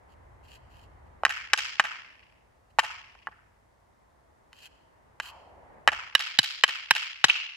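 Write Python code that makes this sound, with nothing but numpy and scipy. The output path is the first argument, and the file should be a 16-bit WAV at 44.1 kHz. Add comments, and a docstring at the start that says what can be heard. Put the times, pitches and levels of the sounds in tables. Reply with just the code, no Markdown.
"""In a yard, a few metres away, a man hammers a piece of wood held in his hand: single knocks, then a run of six.
Each dry crack joins an impulse, decaying noise and damped modes; walls reflect it, a yard of noise scatters it,
and a ribbed metal fence returns falling chirps. Gloves and wood scrape between blows as grainy filtered noise.
Light wind on the phone, a far rush, hiss and one sinking rush are shaped noise; band-passed impulses add dull
low thumps under three blows of the run, and the phone's limiter holds the peaks."""
import sys
import numpy as np
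from scipy import signal
from scipy.fft import rfft, irfft
from scipy.io import wavfile
from scipy.ndimage import uniform_filter1d, minimum_filter1d

SR = 44100
rng = np.random.default_rng(int(sys.argv[2]) if len(sys.argv) > 2 else 0)


def dump_mix(stems):
    """Bounce the given channels to the path in sys.argv[1] as a 16-bit WAV at rate SR."""
    frames = np.atleast_2d(stems).T  # one column per channel
    limited = np.clip(frames, -1, 1)  # hard clip at full scale
    pcm = np.round(limited * 32767).astype(np.int16)
    wavfile.write(sys.argv[1], SR, pcm)


N = 333396
TIME = np.arange(N) / SR
TOP_HZ = 16000

# wind on the microphone [t/s, level/dB before WIND_DB] and its spectrum [f/Hz, level/dB]
WIND = [(0.0, -68), (0.25, -60), (1.07, -58), (1.26, -64), (1.87, -75.5), (2.76, -69.5), (4.63, -73.5),
        (5.98, -65), (6.21, -77), (7.56, -83)]
WIND_COLOUR = [(12, -46.5), (20, -17), (38, -8), (59, 3), (106, -2.5), (162, -19), (250, -31.5),
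               (320, -50.5), (550, -120)]
# distant rush of the surroundings [t/s, level/dB before RUSH_DB] and its spectrum [f/Hz, level/dB]
RUSH = [(0.0, -66.5), (1.18, -65.5), (1.35, -71.5), (3.47, -73.5), (5.33, -69), (5.75, -62.5),
        (6.17, -74.5), (7.56, -84)]
RUSH_COLOUR = [(71, -30.5), (120, -3), (294, -5.5), (498, -4.5), (719, -2.5), (785, -3.5), (909, -1.5),
               (1370, -11), (2010, -12.5), (2580, -24.5), (4000, -37), (5200, -60), (8800, -120)]
WIND_DB, RUSH_DB = 3.5, 8  # gains on the two level curves
# spectrum of the steady hiss [f/Hz, level/dB]
HISS_COLOUR = [(1470, -37), (2500, 1.5), (7300, -2), (11500, -5.5), (13500, -16.5), (14600, -6.5),
               (16000, -20.5)]
HISS_DB = -79.5
# rubs of glove and wood [start t/s, end t/s, mid-stroke level/dB, rise from middle to end/dB]
SCRAPES = [(0.08, 0.136, -71.5, 8), (0.433, 0.57, -59.5, 7), (0.703, 0.857, -64, 1.5),
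           (1.07, 1.081, -69, -1.5), (2.693, 2.71, -73, 7.5), (4.528, 4.671, -56.5, 10),
           (5.224, 5.307, -46.5, -1.5)]
# spectrum of the rubs [f/Hz, level/dB]
SCRAPE_COLOUR = [(590, -27), (1000, -32), (1590, -4.5), (2310, -13.5), (2500, 0.5), (3190, 2),
                 (3460, -18.5), (4260, -4.5), (5760, -17.5), (7350, -11.5), (8960, -25.5), (11200, -16.5),
                 (16000, -30.5)]
# diffuse field of the yard [f/Hz, level/dB, t60/s]
YARD = [(150, -40, .5), (450, -31, 0.5), (797, -22, 1), (1370, -15, 0.65), (2203, -15, 1.05),
        (3080, -11, 0.96), (3600, -17.5, 0.95), (5353, -10, 0.91), (5900, -16, 0.86), (7940, -14.5, 0.53),
        (8560, -25.5, 0.26), (11000, -21, .55), (16000, -31, 0.39)]
# stretches of ribbed fence [first echo t/s, starting f/Hz, final f/Hz, glide time constant/s, level/dB]
FENCE = [(.055, 3500, 2300, .05, -22), (.105, 2750, 1900, .06, -21), (.15, 2700, 1950, .09, -26)]
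# knocks and rebounds [t/s, level/dB before direct gain, favoured f/Hz, emphasis/dB, tilt/(dB per octave),
# crack length/ms (amplitude falls by e squared), left minus right/dB, send to walls and yard/dB]
KNOCKS = [(1.235, -28, 690, 18.5, -3, 2.3, -1, -5.5), (1.2512, -17, 1420, 6.5, 2, 8.8, -0.5, 3),
          (1.264, -29.5, 1200, 7, -2, 2.9, -1.5, -4.5), (1.5335, -15.5, 4800, 8.5, 2.5, 9.7, 2, 2.5),
          (1.5399, -27.5, 1270, 26.5, 1.5, 6, -1, -1), (1.797, -15.5, 1197, 5, 0, 39, -0.5, 0),
          (2.787, -19, 772, 23, 2, 6, -3.5, -0.5), (2.7926, -20.5, 1100, 1, 1.5, 81, 5.5, 1),
          (3.152, -57.5, 740, 10.5, -1.5, 3, 0.5, -4.5), (3.2711, -34, 1310, 17.5, -4, 2.9, -1, -4),
          (3.2857, -49, 948, 15, -9, 4.2, -4, -11), (4.5302, -54.5, 3500, 5.5, 3, 5, -1.5, 3),
          (5.2, -32, 1600, 1.5, -0.5, 20, -1.5, -6.5), (5.876, -13, 778, 6.5, -0.2, 2, 4, -2),
          (5.8858, -22.5, 1960, 7, -2.5, 56, -7.5, -7), (6.151, -13, 4080, 7, 2.17, 4.9, -7.5, -0.5),
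          (6.388, -11, 4230, 11.5, 4.5, 10, -4.5, -3.5), (6.6367, -10, 3620, 5.5, 1.5, 12.5, 0.5, -4),
          (6.9086, -10.5, 3600, 5.5, 2.5, 10, -4, -1.5), (7.2411, -11, 3670, 11, 0.5, 51, 2, -1),
          (7.2446, -23.5, 5250, 21, 1, 8.6, 9, -0.5), (7.299, -16, 2610, 26, 0, 33, -0.5, 0)]
# edges of the bands that describe a blow [f/Hz]
KNOCK_BANDS = [120, 400, 750, 1300, 2300, 3400, 4500, 8000, 16000]
# relative spectrum of an average blow, one entry per band [level/dB]
KNOCK_DB = [-27, -14.5, -5.5, -0.5, -2.5, -13, -13, -21.5]
# modes of the wood before the hand damps them [f/Hz, t60/s, relative level/dB]
WOOD = [(214.4, .025, 0.5), (578.8, 0.0058, -8), (893, 0.039, -2), (1076, 0.063, -7.5), (1624, 0.11, -6),
        (1738, 0.046, -2.5), (1982, 0.037, -2), (2403, 0.028, -7.5), (3027, 0.068, 4.5), (3076, 0.019, 3),
        (3890, .026, 5), (3930, 0.072, -2.5), (5410, 0.039, 0), (6850, .018, -14.5), (7700, 0.028, -10.5),
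        (10120, 0.0071, -12.5)]
# radiation of the wood, finer than the bands [f/Hz, level/dB]
RADIATION = [(120, 0), (240, 4.5), (370, -2), (560, -2.5), (3100, -1), (3450, -4.5), (3900, 4.5), (7900, 7),
             (9000, -10), (10600, 3), (13000, -8.5), (16000, -7.5)]
# width of the favoured range at 1 kHz; power by which it narrows as its pitch rises
EMPHASIS_OCTAVES, EMPHASIS_NARROWING = 0.6, 0.62
RING_DB = -5  # ring over crack
# the phone turns [t/s, lag of the left microphone/samples]
PORT_LAG = [(2.8, -2), (5.2, -1), (6.6, 2), (7.3, 4)]
# walls around the yard [delay/s, smear/s, level/dB, extra delay at the right microphone/s]
WALLS = [(0.0428, 0.002, -19, .0003), (0.0511, 0.0025, -23.5, .00003), (0.0571, 0.00066, -19.5, 0.000023),
         (.064, 0.0035, -32.5, .0001), (.112, .002, -34.5, 0.00013), (0.143, 0.0035, -39, .0001)]
# a soft rush that sinks in pitch
SINK_START_S, SINK_END_S, SINK_ATTACK_S, SINK_RELEASE_S = 5.22, 5.95, 0.018, 0.099
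SINK_FROM_HZ, SINK_TO_HZ, SINK_GLIDE_S, SINK_WIDTH_OCTAVES = 1350, 630, 0.1, 0.46
SINK_DB, SINK_FADE_DB_PER_S = -51, 17.5
# dull low thumps under three blows of the run [t/s, level/dB over 20 ms]
THUMPS = [(6.388, -35), (6.909, -44.5), (7.242, -38.5)]
THUMP_LO_HZ, THUMP_HI_HZ = 117, 298


def undb(db):
    """Amplitude gain follows from the level in decibels."""
    return 10 ** (np.asarray(db) / 20)


def unit(x):
    """Normalisation sets the energy to one."""
    return x / np.sqrt(np.sum(x ** 2, axis=-1, keepdims=True) + 1e-18)


def curve(rows):
    """Linear interpolation joins (t/s, value) rows."""
    return np.interp(TIME, *np.transpose(rows))


def spectrum_db(f, hz, db, **outside):
    """Interpolation of level against the logarithm of frequency."""
    return np.interp(np.log(f + 1), np.log(hz), db, **outside)


def band(x, lo_hz, hi_hz):
    """Causal band-pass filtering."""
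    sos = signal.butter(N=4, Wn=[lo_hz, hi_hz], btype="band", fs=SR, output="sos")
    return signal.sosfilt(sos, x)


def add(track, s, sound):
    """Superposition of a stereo sound on a track from time s."""
    i = max(int(s * SR), 0)
    track[:, i:i + sound.shape[1]] += sound[:, :max(track.shape[1] - i, 0)]


def noise(spectrum, side_db):
    """Spectral shaping of white noise to an rms of one; the side part, relative to the mid, sets the width."""
    hz, db = np.transpose(spectrum)
    gain = undb(spectrum_db(np.fft.rfftfreq(N, 1 / SR), hz, db, left=-90, right=-90))
    mid, side = irfft(rfft(rng.standard_normal((2, N))) * gain, N)
    out = mid + undb(side_db) * side * np.array([[1], [-1]])
    return out / out.std()


def colour(x, hz, db):
    """Minimum-phase filtering: folding the cepstrum makes a (f/Hz, level/dB) response causal."""
    size = 2 * x.shape[-1]
    log_gain = np.log(undb(spectrum_db(np.fft.rfftfreq(size, 1 / SR), hz, db)))
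    cepstrum = irfft(log_gain)
    cepstrum[1:size // 2] *= 2
    cepstrum[size // 2 + 1:] = 0
    return irfft(rfft(x, size) * np.exp(rfft(cepstrum)))[..., :size // 2]


def voiced_as(x, band_db):
    """Smooth equalisation of a short sound towards given band levels (rms over 20 ms)."""
    edges = np.array(KNOCK_BANDS)
    centres = np.sqrt(edges[1:] * edges[:-1])
    first_bins = (edges * x.shape[-1] / SR).astype(int)
    for _ in range(2):
        power = np.mean(np.abs(rfft(x)) ** 2, axis=0) * 2 / x.shape[-1] / (0.02 * SR)
        now_db = 10 * np.log10(np.add.reduceat(power, first_bins)[:-1] + 1e-18)
        x = colour(x, centres, band_db - now_db)
    return x


def outdoors():
    """Broadband background: wind rumble and a far rush of varying level over a faint steady hiss."""
    wind = noise(WIND_COLOUR, side_db=-14.5) * undb(curve(WIND) + WIND_DB)
    rush = noise(RUSH_COLOUR, side_db=1) * undb(curve(RUSH) + RUSH_DB)
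    hiss = noise(HISS_COLOUR, side_db=-2.0) * undb(HISS_DB)
    return wind + rush + hiss


def scrapes(yard, grain_db=3, edge_s=0.025, yard_db=-3):
    """Friction: short rubs made of uneven grains, whose sound lingers in the yard by convolution."""
    swell = np.zeros(N)
    for start, end, db, last_db in SCRAPES:
        along = np.clip((TIME - start) / (end - start), 0, 1)
        gate = np.clip(np.minimum(TIME - start, end - TIME) / edge_s + 0.5, 0, 1)
        swell += gate * undb(db + last_db * (2 * along - 1))
    # each grain holds one random level for 100 samples
    grain_levels = np.repeat(rng.standard_normal(N // 100 + 1), 100)[:N]
    grains = undb(grain_db * grain_levels)
    grains /= np.sqrt(np.mean(grains ** 2))
    rubs = noise(SCRAPE_COLOUR, side_db=-2.5) * swell * grains
    return rubs + undb(yard_db) * signal.fftconvolve(rubs, yard, axes=1)[:, :N]


def yard_tail(flutter_db=4.0, far_s=0.19, far_db=3):
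    """Diffuse scattering: thin at first, fluttering, swelling as the far fence answers, each pitch with its t60."""
    onset_s, early_db = 0.052, -7
    hz, db, t60 = np.transpose(YARD)
    f, t, cells = signal.stft(rng.standard_normal((2, SR)), SR, nperseg=256)
    db = spectrum_db(f, hz, db)[:, None]
    t60 = spectrum_db(f, hz, t60)[:, None]
    # the root gives a tail its stated level whatever its t60
    fade = undb(db - 60 * np.maximum(t - onset_s, 0) / t60) * np.sqrt(2 * np.log(1000) / (t60 * SR))
    swell_db = early_db * (t < onset_s) + far_db * np.exp(-((t - far_s) / 0.013) ** 2)
    flutter = unit(undb(flutter_db * rng.standard_normal(len(t)))) * np.sqrt(len(t))
    return signal.istft(cells * fade * undb(swell_db) * flutter * (t > 0), SR)[1][:, :SR]


def fence_echoes():
    """Periodic reflection: every rib returns a tick, further ticks spread out, so the echo is a falling chirp."""
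    out = np.zeros((2, SR))
    t = TIME[:SR // 2]
    for delay, start_hz, end_hz, length, db in FENCE:
        hz = end_hz + (start_hz - end_hz) * np.exp(-t / length)
        phase = 2 * np.pi * (np.cumsum(hz) / SR + rng.random((2, 1)))
        # the tick series is kept to its first two harmonics
        chirp = (np.sin(phase) + np.sin(2 * phase)) * np.sqrt(t) * np.exp(-2 * t / length)
        uneven = 1 + 6 * uniform_filter1d(rng.standard_normal((2, len(t))), 100)
        # the level holds within the band that the chirp sweeps
        swept_share = (start_hz - end_hz) / (SR / 2)
        add(out, delay, undb(db) * np.sqrt(2 * swept_share) * unit(chirp * uneven))
    return out


def blow_colour(level_db, pitch_hz, emphasis_db, tilt_db):
    """Impact spectrum: a harder contact tilts it up, and the striking point favours one range of pitch."""
    edges = np.array(KNOCK_BANDS)
    octaves = np.log2(np.sqrt(edges[1:] * edges[:-1]) / pitch_hz)
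    width = EMPHASIS_OCTAVES * (1000 / pitch_hz) ** EMPHASIS_NARROWING
    emphasis = emphasis_db * np.exp(-(octaves / width) ** 2 / 2)
    db = np.array(KNOCK_DB) + tilt_db * octaves + emphasis
    return level_db + 20 * np.log10(unit(undb(db)))


def knock(crack_ms, ring_db, band_db, own_db=-7, contact_s=0.00017, face_db=3):
    """Impact excitation: the face strikes, fibres crunch for some ms, and the hand-damped modes ring briefly."""
    t = TIME[:3000]
    hz, t60, db = np.transpose(WOOD)
    detune, strength = rng.standard_normal((2, len(hz)))
    # grip and striking point shift the modes a little from blow to blow
    shifted_hz = hz * (1 + 0.012 * detune)
    modes = np.sin(2 * np.pi * np.outer(shifted_hz, t)) * undb(-60 * t / t60[:, None])
    # the gloved hand chokes the vibration almost at once
    choke = 0.06 + np.exp(-(t / 0.009) ** 2)
    mode_gains = undb(db + 2 * strength) * (-1) ** np.arange(len(hz))
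    ring = unit(mode_gains @ modes * choke)
    crunch = choke * np.exp(-2 * t / (crack_ms / 1000)) + 0.3 * np.exp(-t / contact_s)
    shared, left, right = unit(rng.standard_normal((3, len(t))) * crunch)
    # the ground scatters a slightly different crack to each microphone
    crack = shared + undb(own_db) * np.array([left, right])
    # the flat face lands as one clean pressure pulse
    raw = undb(face_db) * (t == 0) + crack + undb(ring_db) * ring
    radiated = band(colour(raw, *np.transpose(RADIATION)), 75, TOP_HZ)
    return voiced_as(radiated, band_db)


def wall_echoes(scatter_db=-2):
    """Reflection: shed, greenhouse and fence each return a mirror echo, smeared by their uneven faces."""
    out = np.zeros((2, SR // 4))
    t = TIME[:SR // 20]
    for delay, smear, db, lag in WALLS:
        scatter = unit(rng.standard_normal(len(t)) * np.exp(-t / smear))
        slap = undb(db) * unit((t == 0) + undb(scatter_db) * scatter)
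        add(out, delay, np.outer([1, 0], slap))
        add(out, delay + lag, np.outer([0, 1], slap))
    return out


def hammering(yard):
    """Superposition of each blow's paths: direct, off the walls, and scattered through the yard."""
    direct, to_walls, to_yard = np.zeros((3, 2, N))
    click = band(signal.unit_impulse((1, 3000)), 110, TOP_HZ)
    for s, level_db, pitch_hz, emphasis_db, tilt_db, crack_ms, pan_db, yard_db in KNOCKS:
        band_db = blow_colour(level_db, pitch_hz, emphasis_db, tilt_db)
        blow = knock(crack_ms, RING_DB, band_db)
        lag = int(round(np.interp(s, *np.transpose(PORT_LAG))))
        add(direct, s + lag / SR, blow * undb(pan_db / 2) * np.array([[1], [0]]))
        add(direct, s, blow * undb(-pan_db / 2) * np.array([[0], [1]]))
        add(to_walls, s, undb(yard_db) * blow[:1])
        # the yard gathers all directions, so only the broad colour of the blow is left
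        add(to_yard, s, undb(yard_db) * voiced_as(click, band_db))
    slaps = signal.fftconvolve(to_walls, wall_echoes(), axes=1)[:, :N]
    scattered = signal.fftconvolve(to_yard, yard, axes=1)[:, :N]
    return undb(0.5) * direct + slaps + scattered


def sinking_rush():
    """Time-varying filtering: a broad soft band of noise slides down and fades."""
    white = noise([(20, 0), (SR / 2, 0)], side_db=-6)
    f, t, cells = signal.stft(white, SR, nperseg=1024)
    age = np.maximum(t - SINK_START_S, 0)
    hz = SINK_TO_HZ + (SINK_FROM_HZ - SINK_TO_HZ) * np.exp(-age / SINK_GLIDE_S)
    gate = np.clip(np.minimum(age / SINK_ATTACK_S, (SINK_END_S - t) / SINK_RELEASE_S), 0, 1)
    hump = np.exp(-(np.log2((f + 1) / hz[:, None]) / SINK_WIDTH_OCTAVES) ** 2 / 2)
    level = gate * undb(SINK_DB - SINK_FADE_DB_PER_S * age)
    gain = unit(hump).T * np.sqrt(len(f)) * level
    return signal.istft(cells * gain, SR)[1][:, :N]


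def thumps():
    """Band-passed impulse: one low, dull thump under each listed blow."""
    out = np.zeros((2, N))
    pulse = unit(band(signal.unit_impulse((1, SR // 10)), THUMP_LO_HZ, THUMP_HI_HZ))
    for s, db in THUMPS:
        add(out, s, undb(db) * pulse * np.sqrt(0.02 * SR))
    return out


def scene():
    """Superposition of all sources in the yard, whose fence and tail form one impulse response."""
    yard = fence_echoes() + yard_tail()
    return hammering(yard) + thumps() + scrapes(yard) + sinking_rush() + outdoors()


def record(dry, ceiling=0.94):
    """Look-ahead limiting: gain falls around each peak to hold it at the ceiling; a low-pass cuts the top."""
    room = np.minimum(1, ceiling / (np.abs(dry).max(axis=0) + 1e-9))
    gain = uniform_filter1d(minimum_filter1d(room, size=41), size=41)
    low_pass = signal.ellip(8, 0.2, 70, TOP_HZ, fs=SR, output="sos")
    return signal.sosfilt(low_pass, dry * gain)


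dry = scene()
out = record(dry)
dump_mix(out)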